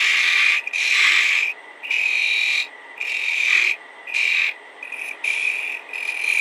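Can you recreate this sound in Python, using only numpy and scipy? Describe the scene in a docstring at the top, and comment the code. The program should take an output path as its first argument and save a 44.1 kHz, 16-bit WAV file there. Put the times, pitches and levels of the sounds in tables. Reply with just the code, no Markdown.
"""Close up in a workshop, a lathe hums and whines while a chisel makes eight short cuts on a wooden spindle.
From the first, the scraping rings wood and steel. The same grain passes the edge every turn, so light cuts
buzz and throb; deep cuts tear up fresh wood and hiss. From half a second in, hard spots knock the edge.
Near 1 s the tool rest groans, near 2 s the tool squeals and the blade chatters; all three come back later.
Between cuts the bearings and motor run on."""
import sys
import numpy as np
from scipy import signal
from scipy.fft import rfft, irfft
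from scipy.io import wavfile
from scipy.ndimage import uniform_filter1d, map_coordinates

SR = 44100
rng = np.random.default_rng(int(sys.argv[2]) if len(sys.argv) > 2 else 0)


def inscribe(sig):
    """Save sig as 16-bit PCM at rate SR to the path in sys.argv[1].

    A 1-D sig is mono; a 2-D sig holds one channel per row.
    Samples are clipped to [-1, 1] before scaling.
    """
    pcm = np.round(np.clip(np.atleast_2d(sig).T, -1, 1) * 32767)
    wavfile.write(sys.argv[1], SR, pcm.astype(np.int16))


N = 282636
TIME = np.arange(N) / SR
FREE_HZ = 42.42  # turns a second of the unloaded spindle

# The cuts: the bevel touches, then the edge bites, holds and lifts. Each row: bite time, lead of the touch,
# hold and release in seconds, touch and ring in relative dB, ring drift in dB/s, fizz in relative dB,
# fizz drift in dB/s, share (0-1) of the surface met again on the next turn.
CUTS = [(-0.03, 0.05, 0.62, 0.057, -40, -22, 6.5, -52.5, 3, 0.44),
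        (0.724, 0.1, 0.79, 0.03, -34, -21, 3.5, -48.5, -12, 0.34),
        (1.898, 0.075, 0.71, 0.12, -27.5, -17, -3.5, -51, -1, 0.84),
        (2.999, 0.04, 0.7276, 0.057, -32, -24, 11, -52.5, 0, 0.65),
        (4.135, 0.069, 0.35, 0.09, -25, -19, 7, -50, -21, 0.66),
        (4.916, 0.098, 0.21, 0.12, -31.5, -23.5, -18, -36, -7, 0.42),
        (5.233, 0.013, 0.51, 0.2, -40, -20.5, -3.5, -39.5, -12.5, 0.48),
        (5.927, 0.051, 0.47, 0.092, -35.5, -22.5, 0.5, -42.5, 10.5, 0.71)]
# Resonances of chisel and tool rest. Each row: pitch in Hz, width in Hz, lift in dB.
STEEL = [(1170, 60, 5), (3190, 50, 6), (3620, 80, 2), (3850, 80, 3), (4830, 160, 4), (5420, 150, 6),
         (6130, 150, 6), (6980, 130, 3), (7720, 140, 6), (12600, 400, 4)]


def amp(db):
    """Decibels to gain."""
    return 10 ** (np.asarray(db) / 20)


def unit(x):
    """Scales to rms 1."""
    return x / np.sqrt(np.mean(x ** 2) + 1e-20)


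def steady(x, size=2080):
    """Levels to rms 1 over size samples (about two turns by default), keeping the faster flutter."""
    power = uniform_filter1d(uniform_filter1d(x ** 2, size), size // 2)
    return x / np.sqrt(abs(power) + 1e-20)


def read(points, hz):
    """Reads a curve of points joined on a log-frequency axis."""
    f, value = np.transpose(points)
    return np.interp(np.log(hz + 1), np.log(f + 1), value)


def drift(rate_hz):
    """A smooth random wander of rms 1, with swings up to about rate_hz."""
    hz = np.fft.rfftfreq(N, 1 / SR)
    return unit(irfft(rfft(rng.standard_normal(N)) * np.exp(-(hz / rate_hz) ** 2), N))


def colour(x, spectrum, peaks=(), size=4096):
    """Minimum-phase EQ: a broad spectrum with resonances standing on it."""
    hz = np.fft.rfftfreq(size, 1 / SR)
    db = read(spectrum, hz) + sum(lift / (1 + (2 * (hz - f) / width) ** 2) for f, width, lift in peaks)
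    cepstrum = irfft(np.log(amp(np.maximum(db, -100))))
    cepstrum[1:size // 2] *= 2
    cepstrum[size // 2 + 1:] = 0
    return signal.oaconvolve(x, irfft(np.exp(rfft(cepstrum))))[:N]


def resonate(x, hz, width_hz):
    """A steep resonance that may glide: shift hz down to zero, smooth twice, shift back."""
    carrier = np.exp(2j * np.pi * np.cumsum(hz * np.ones(len(x))) / SR)
    r = np.exp(-np.pi * width_hz / SR)
    return 2 * (carrier * signal.lfilter([(1 - r) ** 2], [1, -2 * r, r * r], x / carrier)).real


def envelope(start, rise, hold, release):
    """A smooth rise, a hold, and a fall of 40 dB in each release time."""
    age = TIME - start
    attack = np.sin(np.pi / 2 * np.clip(age / rise, 0, 1)) ** 2
    return attack * amp(-40 * np.maximum(age - rise - hold, 0) / release)


def swells(table):
    """Gain over time from rows of start, rise, hold, release and dB."""
    return sum(amp(db) * envelope(*shape) for *shape, db in table)


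def blend(deep, light, depth):
    """Equal-power crossfade of two sounds by the depth of the cut."""
    return steady(np.sqrt(depth) * unit(deep) + np.sqrt(1 - depth) * unit(light))


def lathe(rush_db=-43.5, whine_db=-2, waver_hz=4.16, flutter=0.67):
    """Bearing noise rushes through the headstock, under the wavering whine of motor and belt."""
    # Colour of the bearing noise. Each row: frequency in Hz, relative level in dB.
    bearings = [(40, -34), (110, -51), (150, -15.5), (230, -11), (300, -2), (450, 1), (900, 4),
                (1300, -5.5), (1700, -7), (2400, -8.5), (3400, -6), (4500, -22.5), (7000, -29), (9200, -27),
                (10500, -45), (16000, -40)]
    # Headstock resonances. Each row: pitch in Hz, width in Hz, lift in dB.
    headstock = [(276, 9.2, 7.5), (455, 4.5, 7.5), (938, 22, 7.5), (1988, 450, 16), (3300, 69, -9.5),
                 (8260, 1100, 4.5)]
    # The rush comes up a little late on. 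Each row: time in seconds, lift in dB.
    rush_lift = [(4.6, -0.3), (5.1, 1.86)]
    # Tones of motor and belt. Each row: pitch in Hz, relative level in dB.
    tones = [(419.9, -58), (678.3, -62), (855.9, -58.5), (925.9, -59), (1184, -59.5), (1916, -51.5),
             (1960, -51), (2003, -48), (2229, -66), (2778, -64), (3176, -64), (3386, -70), (5803, -80),
             (8210, -72)]
    rush = unit(colour(rng.standard_normal(N), bearings, headstock))
    rush *= amp(rush_db + np.interp(TIME, *np.transpose(rush_lift)))
    whine = np.zeros(N)
    waver, swell = drift(25), drift(20)
    for hz, db in tones:
        shift = rng.integers(N)
        phase = 2 * np.pi * np.cumsum(hz + waver_hz * np.roll(waver, shift)) / SR
        whine += amp(db + whine_db) * np.sqrt(2) * np.sin(phase) * (1 + flutter * np.roll(swell, shift))
    return rush + whine


def strokes(bite_s=0.019, usual_db=-39, touch_fade_db_per_s=-75, touch_hiss_db=-35, touch_fizz_db=-12):
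    """Gains of ring, shearing and fizz: each follows the bevel's touch, then the depth of the cut."""
    # Depth from bite to lift, one curve a cut. Each point: time in seconds, shearing in relative dB.
    depth_curves = [
        [(0.05, -32.5), (0.528, -37), (0.575, -45)],
        [(0.745, -42), (0.825, -34), (0.935, -33), (0.941, -31), (1.399, -37), (1.51, -55)],
        [(1.92, -42.5), (1.994, -46.5), (2.286, -39), (2.6, -38)],
        [(3.02, -45), (3.032, -54.5), (3.098, -41), (3.212, -44), (3.496, -37), (3.706, -40.5), (3.72, -50)],
        [(4.16, -38), (4.184, -38), (4.474, -45), (4.49, -49)],
        [(4.935, -68), (5.093, -49.5), (5.1, -69)],
        [(5.27, -42.5), (5.312, -42.5), (5.76, -53)],
        [(5.945, -51.5), (5.991, -54.5), (6.113, -44), (6.125, -54), (6.311, -40), (6.4, -42.5)],
    ]
    ring_follow, fizz_follow = 0.26, 0.65  # dB gained for each dB of depth
    ring, shear, fizz = np.zeros((3, N))
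    for cut, curve in zip(CUTS, depth_curves):
        start, lead, hold, release, touch_db, ring_db, ring_drift, fizz_db, fizz_drift, _ = cut
        depth_db = np.interp(TIME, *np.transpose(curve))
        deeper_db = depth_db - usual_db
        age = np.clip(TIME - start, 0, hold)
        contact = envelope(start, bite_s, hold - bite_s, release)
        edge = envelope(start, bite_s, hold - bite_s, release * 0.82)  # hiss and fizz die before the ring
        fade_db = touch_fade_db_per_s * np.maximum(TIME - start + lead, 0)
        bevel = envelope(start - lead, rise=0.022, hold=lead, release=0.089) * amp(touch_db + fade_db)
        ring += bevel + contact * amp(ring_db + ring_follow * deeper_db + ring_drift * age)
        shear += bevel * amp(touch_hiss_db) + edge * amp(depth_db)
        fizz += bevel * amp(touch_fizz_db + fizz_db - ring_db)
        fizz += edge * amp(fizz_db + fizz_follow * deeper_db + fizz_drift * age)
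    return ring, shear, fizz


def surface(turns, kept, size=1024):
    """The edge reads random relief round the wood; each turn cuts part away and bares new relief."""
    count = int(turns[-1]) + 2
    keep = np.clip(np.interp(np.arange(count), turns, kept * np.ones(N)), 0, .98)
    relief = rng.standard_normal((count, size))
    for k in range(1, count):
        relief[k] = keep[k] * relief[k - 1] + np.sqrt(1 - keep[k] ** 2) * relief[k]
    return map_coordinates(relief.ravel(), [turns * size], order=3, mode="nearest")


def bite(turns, depth, light_db=4.5, deep_db=1.5, runout=0.56, end_grain=0.1):
    """Grip of the edge: hard and soft patches, a high side, end grain twice a turn; steadier when deep."""
    patches = unit(surface(turns, 0.94, size=10) + 0.11 * surface(turns, 0.27, size=40))
    throb = runout * np.cos(2 * np.pi * turns) + end_grain * np.cos(4 * np.pi * turns)
    return amp((light_db + depth * (deep_db - light_db)) * (patches + throb))


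def splinters(turns, spread_db=7.5, decay_s=0.0032):
    """Fibres snap at uneven sizes; each snap starts at once and dies within milliseconds."""
    sizes = amp(spread_db * surface(turns, 0.31, size=120))
    return unit(signal.lfilter([1], [1, -np.exp(-1 / (decay_s * SR))], sizes))


def roll(x, patchy_db):
    """The contact point wanders along the edge, so narrow bands swell and fade."""
    bands = signal.stft(x, nperseg=1024)[2]
    patches = rng.standard_normal(bands.shape)
    for _ in range(2):
        patches = uniform_filter1d(uniform_filter1d(patches, size=5, axis=0), size=18, axis=1)
    return signal.istft(bands * amp(patchy_db * unit(patches)), nperseg=1024)[1][:N]


def wood_ring(scrape, skim, depth):
    """Scraping rings the workpiece; a pressed-in edge lowers and widens the ring."""
    # The ring in a deep cut and in a light skim. Each row: frequency in Hz, relative level in dB.
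    deep_colour = [(1000, -77), (1700, -51), (1780, -52), (1890, -19.5), (2220, -6), (2280, 4), (2400, 10),
                   (3000, -22), (3200, -17.5), (4160, -78), (7040, -120)]
    light_colour = [(300, -62), (1600, -43), (2100, -33), (2280, -16), (2370, -2.5), (2490, 1),
                    (2620, -10.5), (2850, -15), (3100, -44.5), (4200, -47.5)]
    return blend(colour(scrape, deep_colour), colour(skim, light_colour), depth)


def shear_hiss(scrape, skim, depth):
    """Shearing fibres hiss through the steel; a pressed-in edge darkens the hiss."""
    # The hiss in a deep cut and in a light skim. Each row: frequency in Hz, relative level in dB.
    deep_colour = [(100, -60), (1000, -32), (1800, -20), (2700, 4.5), (3300, -4), (3800, 2.5), (4300, -2.5),
                   (4600, -8.5), (5700, -11), (6300, -9), (7600, -11), (8200, -19.5), (8800, -27),
                   (12700, -27), (13500, -45), (15400, -42), (16000, -72)]
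    light_colour = [(100, -66), (1800, 1), (2750, 16), (3300, -40), (3800, 6), (4450, -24), (5000, 3.5),
                    (5700, -7), (6300, 7.5), (6700, -28), (7500, 6.5), (8000, -55), (8800, -36),
                    (16000, -56)]
    deep = roll(colour(scrape, deep_colour, STEEL), patchy_db=2.5)
    light = roll(colour(skim, light_colour, STEEL), patchy_db=3.5)
    return blend(deep, light, depth)


def shavings(scrape, shear, thin_db=-10):
    """A thin shaving tears away all through a cut; now and then a thick one peels off."""
    # Thick shavings. Each row: start, rise, hold and release in seconds, relative level in dB.
    peels = [(-0.03, 0.08, 0.5, 0.091, -37.5), (0.36, 0.025, 0.035, 0.053, -44.5),
             (0.79, 0.024, 0.016, 0.055, -62), (0.9, 0.095, 0.2, 0.42, -35.5),
             (1.03, 0.013, 0.037, 0.096, -40), (1.29, 0.041, 0.033, 0.065, -45.5),
             (3.45, 0.072, 0.074, 0.27, -38), (4.18, 0.29, 0.018, 0.11, -42)]
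    # Colour of tearing wood. Each row: frequency in Hz, relative level in dB.
    tear_colour = [(120, -73.5), (330, -11), (600, -46.5), (950, -14), (1170, 2.5), (1400, -6), (1600, 3.5),
                   (1780, 7), (1980, 14.5), (2200, 17), (2700, -1.5), (3500, 5), (9000, -44), (14000, -47)]
    return (swells(peels) + amp(thin_db) * shear) * steady(colour(scrape, tear_colour, STEEL))


def fibre_fizz(snapping, grip, turns, depth, throb_db=1.0):
    """Fine fibres fizz along the whole edge, which meets partly other patches of the wood."""
    # Colour of the fizz. Each row: frequency in Hz, relative level in dB.
    fizz_colour = [(300, -88), (6000, -45), (8700, -17), (9100, 3), (9450, 11), (9750, 6), (10300, 6),
                   (10900, 4.5), (11400, -10), (12600, -8), (13500, -18), (14300, -12), (15400, -19),
                   (16000, -43)]
    edge_grip = np.sqrt(grip * bite(turns, depth)) * amp(throb_db * np.cos(2 * np.pi * turns))
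    return steady(roll(colour(edge_grip * snapping, fizz_colour), patchy_db=6.0))


def knocks():
    """Time and level of each knock: a hard spot meets the edge once a turn until it is cut away."""
    # Hard spots. Each row: first knock in seconds, relative peak in dB, number of turns.
    hard_spots = [(0.46, -5.5, 2), (0.672, -11, 1), (0.733, -18, 1), (0.909, -10, 1), (1.43, -8.5, 1),
                  (1.934, -11, 3), (2.054, -10, 2), (3.011, -14.5, 1), (3.256, -14, 2), (3.4, -8, 1),
                  (3.527, -5, 3), (4.251, -12, 1), (4.826, -20, 1), (4.921, -20, 1), (4.991, -17, 2),
                  (5.086, -15.5, 2), (5.242, -15, 1), (5.275, -11, 2), (5.395, -11, 1), (5.426, -11, 2),
                  (5.473, -9, 2), (6.088, -11, 1), (6.157, -19, 1), (6.242, -13, 1), (6.276, -8.5, 6)]
    return [(s + turn / FREE_HZ, db) for s, db, count in hard_spots for turn in range(round(count))]


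def catches(ring_db=-6, ring_hz=2433.0, width_hz=101.0, hiss_db=-35, catch_s=0.011):
    """A hard spot knocks the edge: one short chirp of the workpiece, with a little hiss."""
    # Colour of that hiss. Each row: frequency in Hz, relative level in dB.
    hiss_colour = [(200, -75), (2000, -28), (3000, -37), (4500, -1), (7300, 5), (8500, -14), (12000, -17),
                   (14000, -49)]
    force = np.zeros(N)
    for s, db in knocks():
        # the force swells smoothly and lets go more slowly
        arc = np.interp((TIME - s) / catch_s, [-1 / 6, 1 / 3, 7 / 6], [0, np.pi / 2, np.pi])
        force += amp(db) * np.sin(arc) ** 2
    noise = rng.standard_normal(N)
    ring = steady(resonate(noise, ring_hz, width_hz), size=400)
    hiss = steady(colour(noise, hiss_colour, STEEL))
    return force * (amp(ring_db) * ring + amp(hiss_db) * hiss)


def riding(duck_db=-1.5):
    """A hard spot holds the edge off the softer wood for the turn around it."""
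    held = np.zeros(N)
    for s, _ in knocks():
        held[abs(TIME - s) < .55 / FREE_HZ] = 1
    return amp(duck_db * uniform_filter1d(held, size=200))


def groan(scrape):
    """The tool rest groans under a heavy push."""
    # Pushes. Each row: start, rise, hold and release in seconds, level in dB.
    pushes = [(0.95, 0.15, 0.05, 0.3, -49.5), (3.5, 0.08, 0.11, 0.18, -49)]
    # Colour of the groan. Each row: frequency in Hz, relative level in dB.
    groan_colour = [(120, -56), (250, -19), (350, 6), (430, -4), (700, -25), (2000, -68)]
    return swells(pushes) * unit(colour(scrape, groan_colour))


def squeals(scrape, width_hz=110):
    """Stick and slip sings briefly as the tool rolls: gliding tones fed by the scraping."""
    # Squeals. Each row: start and end in seconds, first and last pitch in Hz, level in dB.
    glides = [(1.82, 2.007, 2740, 2930, -33), (2.984, 3.21, 2820, 2720, -36),
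              (3.08, 3.129, 4970, 4530, -47), (3.03, 3.607, 3774, 3640, -39.5),
              (4.099, 4.394, 2800, 2700, -31.5), (5.282, 5.494, 3230, 3460, -43),
              (5.55, 5.753, 3380, 3565, -51)]
    out = np.zeros(N)
    for start, end, first_hz, last_hz, db in glides:
        span = slice(int(start * SR), int(end * SR))
        size = len(out[span])
        tone = unit(resonate(scrape[span], np.linspace(first_hz, last_hz, size), width_hz))
        out[span] += amp(db) * tone * signal.windows.tukey(size, .5)
    return out


def chatter(turns, pulse_db=5.0, gain_db=-7.0):
    """The blade is kicked into ringing once a turn."""
    # Bouts of chatter. Each row: start, rise, hold and release in seconds, relative level in dB.
    bouts = [(1.85, 0.54, 0.29, 0.11, -34), (4.08, 0.26, 0.11, 0.17, -37)]
    # Blade modes. Each row: pitch in Hz, width in Hz, relative level in dB.
    modes = [(3838, 170, 11.5), (4190, 250, 3), (7000, 220, -27), (15300, 600, -25)]
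    kicks = surface(turns, 0.81) * amp(-pulse_db * np.cos(2 * np.pi * turns))
    ringing = sum(amp(db) * steady(resonate(kicks, hz, width)) for hz, width, db in modes)
    return amp(gain_db) * swells(bouts) * ringing


def cutting(ring_db=-1.88, shear_db=6.5, tear_db=13.0, fizz_db=-1.0, sag_hz=0.42, full_load_db=-33):
    """Fibres snapping at the edge drive workpiece, steel and shaving; the load slows the spindle."""
    ring, shear, fizz = strokes()
    turns = np.cumsum(FREE_HZ - sag_hz * shear / amp(full_load_db)) / SR
    starts, *_, shares = np.transpose(CUTS)
    kept = shares[np.searchsorted(starts[1:], TIME)]
    depth = np.tanh(shear / amp(-44.5))  # 0 for a skim, 1 for a deep cut
    grip = bite(turns, depth)
    scrape = grip * surface(turns, 0.77 * kept)
    skim = grip * surface(turns, 0.97 * kept)  # more grain repeats, so it buzzes
    snap = splinters(turns)
    even_skim = skim / grip ** 0.84  # most of the throb taken out
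    wood = amp(ring_db) * ring * riding() * wood_ring(scrape, skim, depth)
    hiss = amp(shear_db) * shear * shear_hiss(scrape * snap, even_skim * snap, depth)
    tearing = amp(tear_db) * shavings(grip * surface(turns, kept), shear)
    fibres = amp(fizz_db) * fizz * fibre_fizz(snap * surface(turns, kept), grip, turns, depth)
    cut = wood + hiss + tearing + fibres
    return cut + groan(scrape) + depth * chatter(turns) + squeals(grip * surface(turns, kept))


def workshop(x):
    """The room answers with a short diffuse tail whose top end dies first."""
    # Room decay. Each row: frequency in Hz, seconds to fall 60 dB.
    decays = [(250, 0.066), (2500, 0.053), (6000, 0.071), (14000, 0.019)]
    hz, t, bands = signal.stft(rng.standard_normal(SR // 2), SR, nperseg=256)
    tail = signal.istft(bands * amp(-60 * t / read(decays, hz)[:, None]), SR, nperseg=256)[1]
    tail[:SR // 250] = 0  # 4 ms pre-delay
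    return signal.oaconvolve(x, tail / np.linalg.norm(tail))[:N]


def scene():
    """The cuts, their room sound and the running lathe, in mono."""
    tool = cutting() + catches()
    return (tool + amp(-13.5) * workshop(tool) + lathe())[None]


def record(dry, low_cut_hz=160.0, high_cut_hz=15850):
    """A gentle low cut and a steep high cut on the mix."""
    thin = signal.sosfilt(signal.butter(2, low_cut_hz, "highpass", fs=SR, output="sos"), dry)
    high_cut = signal.firwin(511, high_cut_hz, window=("kaiser", 9), fs=SR)
    return signal.oaconvolve(thin, high_cut[None], "same")


dry = scene()
out = record(dry)
inscribe(out)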